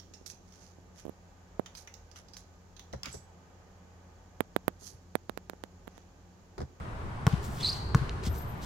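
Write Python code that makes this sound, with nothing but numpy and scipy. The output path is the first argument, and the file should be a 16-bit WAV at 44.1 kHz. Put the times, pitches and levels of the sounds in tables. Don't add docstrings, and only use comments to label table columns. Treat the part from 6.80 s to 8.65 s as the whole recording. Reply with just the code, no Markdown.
import sys
import numpy as np
from scipy import signal
from scipy.fft import rfft, irfft
from scipy.io import wavfile
from scipy.ndimage import uniform_filter1d

SR = 44100
rng = np.random.default_rng(int(sys.argv[2]) if len(sys.argv) > 2 else 0)


def log_audio(samples):
    frames = np.atleast_2d(samples).T
    limited = np.clip(frames, -1, 1)
    pcm = np.round(limited * 32767).astype(np.int16)
    wavfile.write(sys.argv[1], SR, pcm)


N = 81585
TIME = np.arange(N) / SR
FREQS = np.fft.rfftfreq(N, 1 / SR)


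def amp(db):
    return 10 ** (np.asarray(db) / 20)


def unit(x):
    return x / np.sqrt(np.mean(abs(x) ** 2) + 1e-20)


def read(points, hz):
    f, value = np.transpose(points)
    return np.interp(np.log(hz + 1), np.log(f + 1), value)


def add(mix, s, sound):
    part = mix[..., max(round(s * SR), 0):][..., :sound.shape[-1]]
    part += sound[..., :part.shape[-1]]


def pan(db):
    return amp(np.array([[db], [-db]]) / 2)


def noise(colour, tilt_db=0):
    octaves = np.log2(np.maximum(FREQS, 1000) / 1000)
    gain = amp(read(colour, FREQS) + tilt_db * octaves)
    return unit(irfft(rfft(rng.standard_normal(N)) * gain, N))


def stereo_noise(colour, width, tilt_db=0):
    shared = noise(colour, tilt_db)
    sides = np.array([noise(colour, tilt_db) for _ in range(2)])
    return unit(shared + width * sides)


def wander(hz):
    return unit(irfft(rfft(rng.standard_normal(N)) * np.exp(-(FREQS / hz) ** 2), N))


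def ring(hz, t60):
    return -np.sin(2 * np.pi * hz * TIME) * amp(-60 * TIME / t60)


# (f/Hz, relative level/dB)
WASH_COLOUR = [(15, -2.5), (40, -12.5), (70, -3), (120, -1), (190, -10), (280, -15.5), (450, -20.5),
               (950, -16.5), (1500, -21.5), (2500, -32), (4500, -41), (8000, -46.5), (11000, -53),
               (12000, -58.5), (16000, -60.5)]
# (f/Hz, correlation)
WASH_CORRELATION = [(60, 1), (130, 0.934), (290, 0.776), (640, 0.261), (1400, -0.393), (3100, 0.092)]
# (f/Hz, left minus right/dB)
WASH_PAN = [(50, -2.5), (300, 2.5), (1000, 2.5), (4000, 1.97), (9000, -0.03), (13000, 3.5)]
# (t/s, level/dB)
RUMBLE_LEVEL = [(0, -61.5), (.25, -38.5), (.45, -86), (.6, -32.5), (.8, -53), (1.03, -39.5), (1.2, -38.5),
                (1.45, -36.5), (1.58, -38), (1.66, -66), (1.85, -60)]
# (f/Hz, relative level/dB)
RUMBLE_SPECTRUM = [(15, -16), (36, -12), (60, 3), (90, -6.5), (150, -40.5), (400, -15), (2000, -102.5)]
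def city(wash_db=-38.5, patch_db=1):
    hz = np.fft.rfftfreq(2048, 1 / SR)
    a, b, c, d, patches = rng.standard_normal((N // 512 + 5, len(hz), 5)).T
    patches = uniform_filter1d(patches, size=16, axis=0)
    patches = unit(uniform_filter1d(patches, size=7, axis=1))
    likeness = np.clip(read(WASH_CORRELATION, hz), -1, 1)[:, None]
    left = a + 1j * b
    right = likeness * left + np.sqrt(1 - likeness ** 2) * (c + 1j * d)
    lean_db = read(WASH_PAN, hz)[:, None] / 2
    spectra = np.array([left * amp(lean_db), right * amp(-lean_db)])
    spectra *= amp(read(WASH_COLOUR, hz)[:, None] + patch_db * patches)
    wash = unit(signal.istft(spectra, nperseg=2048, noverlap=1536)[1][:, :N])
    swell = amp(np.interp(TIME, *np.transpose(RUMBLE_LEVEL)))
    return amp(wash_db) * wash + swell * noise(RUMBLE_SPECTRUM)


# (t/s, level/dB, f/Hz, half length/s)
LANDINGS = [(.255, -29.5, 69.7, 0.0156), (.539, -14, 134.3, 0.0044), (.548, -28.5, 56.1, 0.0233),
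            (.585, -31.5, 67.6, 0.022), (.69, -36.5, 209.8, 0.00995), (.83, -39.5, 191.6, 0.0136),
            (1.225, -24, 137.3, 0.01004), (1.473, -23.5, 171.3, 0.00377), (1.508, -30.5, 81, 0.03)]
def thuds():
    out = np.zeros(N)
    for s, db, hz, half_length in LANDINGS:
        t = TIME - s
        out -= amp(db) * np.sin(2 * np.pi * hz * t) * np.exp(-(t / half_length) ** 2)
    return out * pan(db=6)


# (f/Hz, relative level/dB)
GRIT_COLOUR = [(200, -12), (1500, 1), (2600, -2), (4500, 0), (7000, -1), (10000, -9), (16000, -17)]
def grit(t60, rise_s=0.0001):
    fade = amp(-60 * TIME / t60) * np.minimum(TIME / rise_s, 1)
    return unit(stereo_noise(GRIT_COLOUR, width=1) * fade) * np.sqrt(np.mean(fade ** 2))


# (f/Hz, relative level/dB, t60/s)
AIR_MODES = [(459.4, -4.5, 0.1314), (788, -11.5, 0.0167), (1086.4, -1, 0.064), (1435.3, 3.5, 0.0217),
             (1684, -11.5, 0.063), (2777, -24, 0.104)]
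# (t/s, thump/dB, slap/dB, slap f/Hz, grit/dB, snap/dB, lift-off/dB, air/dB)
DRIBBLE = [(0.4672, -11.5, -18.5, 819, -21.5, -27, -16.5, -29),
           (1.1470, -11, -14, 1215, -30, -24.5, -26, -28)]
def ball(thump_hz=132.1, thump_peak_s=0.007413, thump_width_s=0.00558, wall_send_db=16):
    body, contact, clicks = np.zeros(N), np.zeros((2, N)), np.zeros(N)
    t = TIME - thump_peak_s
    squash = np.exp(-abs(t / thump_width_s) ** 5.62) * np.minimum(TIME / 0.000114, 1)
    thump = -np.cos(2 * np.pi * thump_hz * t) * squash
    air = sum(amp(db) * ring(hz, t60) for hz, db, t60 in AIR_MODES)
    for s, thump_db, slap_db, slap_hz, grit_db, snap_db, lift_db, air_db in DRIBBLE:
        slap = ring(slap_hz, t60=0.00845)
        crack = grit(t60=0.00766)
        loose_grit = amp(-49.5) * grit(t60=0.162)
        add(body, s, amp(thump_db) * thump + amp(slap_db) * slap + amp(air_db) * air)
        add(body, s + 0.0098, amp(lift_db) * ring(hz=1079, t60=0.0096))
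        add(contact, s, amp(grit_db) * crack + loose_grit)
        add(contact, s + 0.0019, amp(snap_db - 60 * TIME / 0.0118) * crack)
        add(clicks, s, amp([wall_send_db]) * np.hypot(amp(grit_db), amp(snap_db)))
    return body + contact, body + clicks


# (f/Hz, t60/s)
TAIL_DECAY = [(100, 8.3), (1200, 1.47), (4500, 1.0045), (9000, 1.6), (15000, 0.08)]
# (f/Hz, level/dB)
TAIL_COLOUR = [(100, -25.5), (400, -11), (1300, -7), (4500, -5), (9000, -13.5), (15000, -21)]
# (delay/s, level/dB)
REFLECTIONS = [(0.015, -25.5), (0.024, -25.5)]
def buildings(sound, build_s=0.01):
    hz, t, spectra = signal.stft(rng.standard_normal((2, SR)), SR, nperseg=256)
    fade = amp(-60 * t / read(TAIL_DECAY, hz)[:, None]) * (1 - np.exp(-t / build_s))
    band_energy = SR * np.mean(fade ** 2, axis=1, keepdims=True)
    fade *= amp(read(TAIL_COLOUR, hz))[:, None] / np.sqrt(band_energy)
    tail = signal.istft(spectra * fade, SR, nperseg=256)[1]
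    for delay, db in REFLECTIONS:
        for side in tail:
            add(side, delay + rng.uniform(0, 0.00044), amp([db]))
    return signal.fftconvolve(sound[None], tail, axes=1)[:, :N] * pan(db=1.5)


# (f/Hz, relative level/dB)
SOLE_COLOUR = [(300, 0), (1500, -8.5), (3300, 1), (5000, 1), (8000, -3.5), (11000, -14), (13000, -11.5),
               (16000, -13)]
# (peak t/s, rise/s, fall/s, level/dB, tilt/dB per octave)
SLIDES = [(.53, 0.0156, 0.035, -43.5, -8), (.648, 0.0193, 0.0413, -47.5, 6),
          (.78, 0.086, 0.053, -51.5, 6.5), (0.823, 0.0422, 0.0617, -43.5, -3.5),
          (.89, 0.075, 0.0812, -44, 0.5), (.97, 0.074, .05, -50.5, -2.5), (1.445, 0.0177, 0.0267, -46, -3),
          (1.473, 0.0211, 0.0106, -39, 0), (1.563, 0.0283, 0.045, -50.5, 6),
          (1.842, 0.0245, 0.0236, -47.5, 1)]
def scuffs(grain_db=2, grain_hz=350):
    out = np.zeros((2, N))
    for s, rise, fall, db, tilt_db in SLIDES:
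        swell = np.exp(-np.where(TIME < s, ((TIME - s) / rise) ** 2, (TIME - s) / fall))
        hiss = stereo_noise(SOLE_COLOUR, width=0.656, tilt_db=tilt_db)
        grain = amp(grain_db * wander(grain_hz))
        out += amp(db) * swell * unit(hiss * grain)
    return out * pan(db=1)


# (multiple of its pitch, relative level/dB, t60/s)
CLICK_MODES = [(1, -1.5, 0.00484), (1.3, 4.5, 0.00304), (2.0, -2, 0.0029)]
# (t/s, level/dB, f/Hz)
TOUCHES = [(0.5271, -33, 2300), (.5435, -39, 2680), (1.2944, -24.5, 2950)]
def taps(rise_s=0.0003):
    out = np.zeros(N)
    attack = np.sin(np.pi / 2 * np.minimum(TIME / rise_s, 1)) ** 2
    for s, db, hz in TOUCHES:
        click = sum(amp(mode_db) * ring(hz * ratio, t60) for ratio, mode_db, t60 in CLICK_MODES)
        add(out, s, amp(db) * click * attack)
    return out


# (t/s, length/s, first f/Hz, last f/Hz, level/dB, roughness 0-1)
STROKES = [(0.804, .03, 3361, 3736, -39.5, 0.59), (0.828, 0.0162, 4216, 4382, -27, 0.5),
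           (.843, 0.01606, 4091, 4053, -19.5, 0.35), (0.856, 0.02692, 4104, 4587, -23, 0.71),
           (0.8837, 0.02533, 4115, 5064, -22, 0.55), (.908, 0.0212, 4390, 4542, -33, 0.62),
           (0.926, 0.0108, 4502, 4954, -29.5, 0.83)]
def squeak(rise_s=0.0039, fall_s=0.002, sag_db=-7, jitter_hz=600, rasp_hz=550):
    out = np.zeros(N)
    for s, length, first_hz, last_hz, db, rough in STROKES:
        progress = np.minimum(TIME / length, 1)
        glide_hz = first_hz + (last_hz - first_hz) * progress
        jitter = 1 + 0.04 * rough * wander(jitter_hz)
        phase = 2 * np.pi * np.cumsum(glide_hz * jitter) / SR
        grip = np.sqrt(1 - rough ** 2) + rough * unit(wander(rasp_hz) + 1j * wander(rasp_hz))
        harmonics = np.exp(1j * phase) + amp(-24) * np.exp(2j * phase)
        gate = np.clip(np.minimum(TIME / rise_s, (length - TIME) / fall_s), 0, 1)
        add(out, s, amp(db + sag_db * progress) * gate * (grip * harmonics).real)
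    return out


def squeak_to_walls(squeal, hz=4325, width_hz=880):
    return amp(-4.5) * signal.lfilter(*signal.iirpeak(hz, hz / width_hz, SR), squeal)


# (t/s, level/dB)
WHISTLE_LEVEL = [(1.48, -71.5), (1.5, -58.5), (1.55, -61), (1.6, -56.5), (1.679, -63), (1.76, -70.5),
                 (1.85, -66)]
def whistle(hz=13205, flutter_hz=45):
    flutter = 1 + np.array([wander(flutter_hz) + 1j * wander(flutter_hz) for _ in range(2)])
    tone = unit((flutter * np.exp(2j * np.pi * hz * TIME)).real)
    times, db = np.transpose(WHISTLE_LEVEL)
    return tone * np.interp(TIME, times, amp(db), left=0) * pan(db=12)


def from_right(sound):
    return np.array([np.roll(sound[0], 1), sound[1]])


def scene():
    bounces, ball_to_walls = ball()
    squeal = squeak()
    direct = from_right((bounces + taps()) * pan(db=1.17) + scuffs())
    direct += squeal * pan(db=-1) + thuds()
    reflected = buildings(ball_to_walls + squeak_to_walls(squeal))
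    return direct + reflected + city() + whistle()


def record(dry):
    lowpass = signal.firwin(301, 16000, window=("kaiser", 9), fs=SR)
    return signal.oaconvolve(dry, lowpass[None], "same")


dry = scene()
out = record(dry)
log_audio(out)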